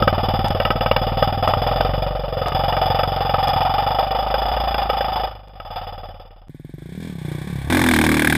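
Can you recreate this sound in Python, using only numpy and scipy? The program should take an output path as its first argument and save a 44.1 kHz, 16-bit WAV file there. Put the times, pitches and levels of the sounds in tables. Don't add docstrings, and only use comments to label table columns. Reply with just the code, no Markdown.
import sys
import numpy as np
from scipy import signal
from scipy.io import wavfile
from scipy.ndimage import uniform_filter1d

SR = 44100
rng = np.random.default_rng(int(sys.argv[2]) if len(sys.argv) > 2 else 0)


def unload_audio(sound):
    columns = np.transpose(np.atleast_2d(sound))
    steps = np.round(np.clip(columns, -1, 1) * 32767)
    wavfile.write(sys.argv[1], SR, steps.astype(np.int16))


N = 369116

# time_s, firings_so_far
AWAY_FIRINGS = [(-0.032, 0), (0.443, 9), (0.86, 17), (1.274, 25), (1.475, 29), (1.759, 35), (1.935, 39),
                (2.235, 46), (2.458, 51), (2.813, 59), (3.292, 70), (3.739, 80), (3.864, 83), (4.147, 90),
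                (4.379, 96), (4.564, 101), (4.779, 107), (5.005, 113), (5.309, 121), (5.594, 128),
                (6.47, 144)]
# time_s, main_rasp_db, dark_rasp_db, bright_rasp_db, hum_db, low_ring_db, middle_ring_db, upper_ring_db
AWAY_LEVELS = [(0.04, -28, -23.5, -30, -26, -23, -24.5, -23.5),
               (0.15, -27.5, -28.5, -30.5, -29.5, -26, -29.5, -31),
               (0.51, -22.5, -29, -28, -25.5, -24.5, -25.5, -28.5),
               (0.54, -31, -23, -30.5, -32, -26.5, -33, -38),
               (0.66, -28, -26.5, -30.5, -28, -30.5, -27, -30.5),
               (1.2, -27, -28, -30.5, -26, -27.5, -27, -34.5), (1.24, -19, -28, -23.5, -26, -27, -25, -31),
               (1.33, -25, -29.5, -31, -31.5, -25, -32, -34),
               (1.9, -25.5, -23, -27.5, -23.5, -27.5, -29, -36.5),
               (2.19, -31.5, -26.5, -35, -27, -39, -33.5, -58),
               (2.39, -33.5, -25, -33.5, -32, -29, -36.5, -46),
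               (2.56, -20, -24.5, -26, -27.5, -27, -32, -43),
               (3.17, -23.5, -27.5, -29, -30, -28.5, -33, -50),
               (3.66, -17, -31, -24.5, -31, -28.5, -34, -39.5),
               (4.05, -23, -27.5, -29.5, -31.5, -38, -38.5, -40.5),
               (4.55, -23.5, -29.5, -28.5, -25, -40.5, -37, -39),
               (5.16, -22.5, -32.5, -28.5, -34, -36.5, -40.5, -41.5),
               (5.25, -22, -26.5, -28.5, -29.5, -39.5, -40, -50),
               (5.29, -36, -39, -37.5, -37, -39, -63, -57), (5.45, -50, -52, -54, -44, -52, -57, -65),
               (5.77, -32, -39.5, -36.5, -36.5, -37.5, -47, -62),
               (6.06, -39, -39.5, -43, -37, -39, -51, -58), (6.27, -50, -48.5, -52.5, -43, -49.5, -60, -66),
               (6.47, -58, -61, -61.5, -44, -53, -67, -69)]
# time_s, pitch_hz
AWAY_PITCH = [(0.0, 92.5), (1.2, 98.7), (2.301, 109), (3.601, 107.9), (4.601, 97), (6.502, 78)]
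# start_s, strength_db
AWAY_CRACKS = [(0.022, 0.5), (0.076, 3), (0.6, -3.5), (0.65, 2), (0.703, 1), (0.758, -10.5), (0.808, -5.5),
               (0.86, -2), (0.912, 4.5), (0.962, 3), (1.224, 2), (1.474, 0.5), (1.806, 1), (2.416, -10.5),
               (2.459, -8), (2.678, -47), (2.723, -5), (2.765, -5), (2.991, -3.5), (3.031, -2), (3.293, -9),
               (3.341, -3.5), (3.616, -8), (4.34, -5.5), (4.569, -12), (4.742, -4), (4.897, -2.5),
               (5.007, -4), (5.599, -17)]
# pitch_hz, width_hz, gain_db
AWAY_RASP_TONES = [(564, 207, 7), (630, 128, 10), (775.2, 31.7, 2.5), (898, 75, -17), (1233, 173, 5.5),
                   (1643, 60, -24), (1754, 43, -2), (2437, 51, -1.5), (2660, 120, -6.5), (2981, 52, 3.5),
                   (3401, 52.3, 7.5), (3663, 87, -3), (4180, 300, -14)]
AWAY_CRACK_TONES = [(627, 146, -7), (1282, 53, -5.5), (1535, 57, -13), (1960, 37, -22), (2270, 41, -18.5),
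                    (2910, 120, -18.5), (3110, 17, -23.5), (3420, 110, -16.5)]


def riding_away():
    start, sound = engine(
        AWAY_FIRINGS, AWAY_LEVELS, span_s=(0, 6.484), coast_end_s=-1, repeat_share=.38,
        pipe=dict(pitch=AWAY_PITCH, middle_hz=143.4, upper_ratio=2.207, overtone_db=-9, lead_s=.0005,
                  decays_s=(.012, .011, .007, .0077), middle_delay_s=0, return_s=.02207, return_db=-3.5),
        rasp=dict(tones=AWAY_RASP_TONES, main_band_hz=(690, 980), uneven_db=1.46, hiss_db=-15.5,
                  rises_s=(.0008, .003, .001), decay_s=.018, stretches=(.45, 2.8, 1.1), shape=.75,
                  bends=(.05, .045, .015), echo_s=.024, echo_db=-20),
        crack=dict(listed=AWAY_CRACKS, tones=AWAY_CRACK_TONES, gain_db=20, decay_s=.0043, shape=1.53))
    sound = hold_samples(sound, 8400)
    low = signal.sosfilt(signal.ellip(10, .5, 55, 5330, fs=SR, output="sos"), sound)
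    top = signal.sosfilt(signal.ellip(8, .5, 34, 11450, "high", fs=SR, output="sos"), sound)
    return start, stutter(low + from_db(-6) * filtered(top, 3, 13500, "low"))


# time_s, firings_so_far
CORNER_FIRINGS = [(6.496, 0), (6.65, 3), (6.785, 6), (6.86, 8), (6.924, 10), (6.978, 12), (7.097, 17),
                  (7.183, 20), (7.417, 27), (7.556, 32), (7.675, 36), (7.724, 38), (7.814, 42), (7.91, 46),
                  (8.089, 53), (8.376, 64)]
# time_s, main_rasp_db, dark_rasp_db, bright_rasp_db, hum_db, low_ring_db, middle_ring_db, upper_ring_db
CORNER_LEVELS = [(6.5, -64.5, -70, -67, -54, -43.5, -45, -57),
                 (6.808, -58.5, -64, -61, -45, -35, -46.5, -44),
                 (6.974, -50.5, -58, -52, -45, -31, -44, -45),
                 (7.058, -47.5, -52, -48.5, -42, -31, -36, -44), (7.176, -53, -53, -53, -47, -31, -50, -50),
                 (7.294, -43.5, -45, -46, -49, -28, -47, -32),
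                 (7.652, -44.5, -46, -48, -32, -24.5, -50, -50), (7.686, -43, -39, -49, -27, -34, -30, -39),
                 (7.7, -27, -29, -29.5, -26, -21.5, -23, -21.5),
                 (7.734, -21.5, -25, -26, -25, -23, -15.5, -20.5),
                 (7.822, -29, -28, -30.5, -29, -21.5, -20, -21.5),
                 (7.946, -27.5, -27.5, -25, -25.5, -26, -16.5, -21),
                 (8.122, -28, -27, -29, -26, -22.5, -19, -19.5),
                 (8.254, -26.5, -33, -29.5, -35, -29, -21.5, -21),
                 (8.26, -28, -32.5, -30.5, -28, -26, -21.5, -23.5)]
# time_s, pitch_hz
CORNER_PITCH = [(6.5, 149), (6.82, 151), (6.95, 183), (7.07, 192), (7.2, 155), (7.42, 148), (7.48, 193),
                (7.54, 145), (7.66, 128), (7.7, 152), (8.37, 149)]
# pitch_hz, width_hz, gain_db
CORNER_TONES = [(512, 72, 1), (810, 250, -1.5), (1170, 99, -0.5), (1608, 260, 11), (2240, 286, 9.5),
                (3490, 400, 3), (4750, 860, 3.5), (4940, 960, 3)]


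def cornering():
    start, sound = engine(
        CORNER_FIRINGS, CORNER_LEVELS, span_s=(6.495, 8.37), coast_end_s=7.69, repeat_share=.39,
        pipe=dict(pitch=CORNER_PITCH, middle_hz=251.8, upper_ratio=2.05, overtone_db=-20.5,
                  lead_s=.0011, decays_s=(.017, .011, .0094, .007), middle_delay_s=.01118),
        rasp=dict(tones=CORNER_TONES, main_band_hz=(1300, 3000), uneven_db=-1.3, hiss_db=-18,
                  rises_s=(.0008, .001, .001), decay_s=.0082, stretches=(1.2, 1.4, 1.4), shape=1.03,
                  bends=(.03, .03, .01), echo_s=.016, echo_db=-29),
        crack=dict(tones=CORNER_TONES, gain_db=-5.5, decay_s=.0053, shape=1.6))
    return start, hold_samples(sound, 12000)


def engine(firings, levels, span_s, coast_end_s, repeat_share, pipe, rasp, crack):
    start, stop = round(span_s[0] * SR), min(round(span_s[1] * SR), N)
    t = np.arange(start, stop) / SR
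    times, counts = np.transpose(firings)
    fired = np.interp(np.arange(counts[-1] + 1), counts, times)
    fired[1:-1] = np.convolve(fired, [.25, .5, .25], "valid")
    cycles = np.interp(t, fired, np.arange(len(fired)))
    age = t - fired[cycles.astype(int)]
    luck = rng.standard_normal((len(fired), 6)).T
    pattern, fresh = rng.standard_normal((2, len(t)))
    gas = np.sqrt(repeat_share) * pattern[(age * SR).astype(int)] + np.sqrt(1 - repeat_share) * fresh
    sound = pipe_thump(t, fired, levels, coast_end_s, luck, **pipe)
    sound += gas_rasp(t, fired, cycles, gas, levels, coast_end_s, luck, **rasp)
    sound += loud_cracks(t, fired, gas, coast_end_s, luck, **crack)
    sound += crank_hum(t, cycles, levels)
    return start, .95 * np.tanh(sound / .95)


def pipe_thump(t, fired, levels, coast_end_s, luck, pitch, middle_hz, upper_ratio, overtone_db,
               lead_s, decays_s, middle_delay_s, return_s=0, return_db=-np.inf):
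    low_hz, = columns(pitch, fired)
    upper_hz = upper_ratio * low_hz
    *_, low_db, middle_db, upper_db = columns(levels, fired)
    after_coast = fired > coast_end_s
    low_s, middle_s, upper_s, overtone_s = np.outer(decays_s, np.where(after_coast, 1, .55))
    starts = fired - lead_s
    thump = pipe_ring(t, starts, low_hz, low_db + 2.2 * luck[0], low_s)
    delayed = starts + middle_delay_s * after_coast
    thump += pipe_ring(t, delayed, np.full(len(fired), middle_hz), middle_db + 1.4 * luck[1], middle_s)
    thump += pipe_ring(t, starts, upper_hz * (1 + luck[3] / 100), upper_db, upper_s)
    thump += pipe_ring(t, starts, upper_hz * 1.55, upper_db + overtone_db, overtone_s)
    thump += pipe_ring(t, starts + return_s, low_hz, low_db + return_db, low_s)
    return filtered(thump, 2, 55, "high")


def pipe_ring(t, starts, hz, db, decay_s):
    latest = np.searchsorted(starts, t) - 1
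    height = from_db(db) * np.sqrt(4 * np.gradient(starts) / decay_s)
    out = np.zeros(len(t))
    for back in range(5):
        k = np.maximum(latest - back, 0)
        age = np.maximum(t - starts[k], 0)
        envelope = height[k] * np.tanh(age / .001) * np.exp(-age / decay_s[k])
        out -= (latest >= back) * envelope * np.sin(2 * np.pi * hz[k] * age)
    return out


def gas_rasp(t, fired, cycles, gas, levels, coast_end_s, luck, tones, main_band_hz, uneven_db, hiss_db,
             rises_s, decay_s, stretches, shape, bends, echo_s, echo_db):
    firing = cycles.astype(int)
    age = t - fired[firing]
    echo_age = np.maximum(age - echo_s, 0)
    choke = np.clip((1 - cycles + firing) / .48, 0, 1)
    hiss = from_db(np.where(t > coast_end_s, hiss_db, -3))
    main_db, dark_db, bright_db, *_ = columns(levels, t)
    tones, samples = np.array(tones), np.arange(len(t))
    tone_band = np.digitize(tones[:, 0], main_band_hz)
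    rasp = np.zeros(len(t))
    for k, db in enumerate((dark_db, main_db, bright_db)):
        is_main = k == 1
        fade_s = decay_s * stretches[k] * np.exp(.3 * luck[4, firing])
        rush = (1 - np.exp(-age / rises_s[k])) * np.exp(-np.abs(age / fade_s) ** shape)
        rush += from_db(echo_db) * (1 - np.exp(-echo_age / .0005)) * np.exp(-echo_age / fade_s)
        band = silencer(gas, tones[tone_band == k])
        if is_main:
            band = filtered(band, 2, main_band_hz, "band")
        slip = bends[k] * SR * np.gradient(fired)[firing] * np.sin(2 * np.pi * cycles) / (2 * np.pi)
        band = np.interp(samples - slip, samples, band)
        band /= (np.abs(uniform_filter1d(band ** 2, size=200)) + 1e-12) ** (.4 if is_main else .12)
        band *= rush * choke + hiss
        power = np.bincount(firing, band ** 2) / np.maximum(np.bincount(firing), 1) + 1e-12
        gain = from_db(uneven_db * luck[2, :len(power)]) / np.sqrt(power)
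        rasp += from_db(db) * band * uniform_filter1d(gain[firing], size=100)
    return filtered(rasp, 4, 380, "high")


def loud_cracks(t, fired, gas, coast_end_s, luck, tones, gain_db, decay_s, shape, listed=None):
    if listed is None:
        pulling = fired > coast_end_s
        starts = fired[pulling]
        db = 1.5 * luck[5, pulling] - 4 * np.exp((coast_end_s - starts) / .063)
    else:
        starts, db = np.transpose(listed)
    latest = np.maximum(np.searchsorted(starts, t) - 1, 0)
    age = np.maximum(t - starts[latest], 0)
    burst = from_db(db[latest] + gain_db) * np.tanh(age / .0009) * np.exp(-(age / decay_s) ** shape)
    return silencer(burst * np.sign(gas) + 1e-18, tones)


def silencer(gas, tones):
    out = np.zeros(len(gas))
    for k, (hz, width_hz, db) in enumerate(tones):
        r = np.exp(-np.pi * width_hz / SR)
        feed = (1 - r * r) / 2 * np.array([1, 0, -1])
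        feedback = [1, -2 * r * np.cos(2 * np.pi * hz / SR), r * r]
        out += (-1) ** k * from_db(db) * signal.lfilter(feed, feedback, gas)
    return out


def crank_hum(t, cycles, levels):
    hum_db = columns(levels, t)[3]
    wave = np.sin(4 * np.pi * cycles - 1.5) + .18 * np.sin(2 * np.pi * cycles - .6)
    return from_db(hum_db) * np.sqrt(2) * wave


def hold_samples(sound, hold_hz):
    fine = signal.resample_poly(sound, 4, 1)
    fine = signal.sosfilt(signal.cheby2(14, 30, .515 * hold_hz, fs=SR * 4, output="sos"), fine)
    samples, step = np.arange(len(fine)), SR * 4 / hold_hz
    stairs = np.interp(np.floor(samples / step) * step, samples, fine)
    return signal.resample_poly(stairs, 1, 4)


# start_s, length_s
STUTTERS = [(0.4843, .03), (1.4843, .058), (2.4843, .045), (3.4843, .06), (4.4843, .05), (5.4843, .06)]


def stutter(sound, back_s=.06095, fade_s=.005):
    t, repeat = np.arange(len(sound)) / SR, 0
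    for start_s, length_s in STUTTERS:
        repeat += (t >= start_s) * np.clip((start_s + length_s - t) / fade_s + .5, 0, 1)
    return (1 - repeat) * sound + repeat * np.roll(sound, round(back_s * SR))


def from_db(db):
    return 10 ** (np.asarray(db) / 20)


def columns(table, t):
    times, *values = np.transpose(table)
    return [np.interp(t, times, column) for column in values]


def filtered(sound, order, hz, kind):
    return signal.sosfilt(signal.butter(order, hz, kind, fs=SR, output="sos"), sound)


def scene():
    out = 1e-5 * rng.standard_normal(N)
    for start, sound in (riding_away(), cornering()):
        out[start:start + len(sound)] += sound
    return out[None]


def record(dry):
    dry = filtered(dry, 2, 22, "high")
    return signal.sosfilt(signal.cheby2(12, 70, 15880, fs=SR, output="sos"), dry)


dry = scene()
out = record(dry)
unload_audio(out)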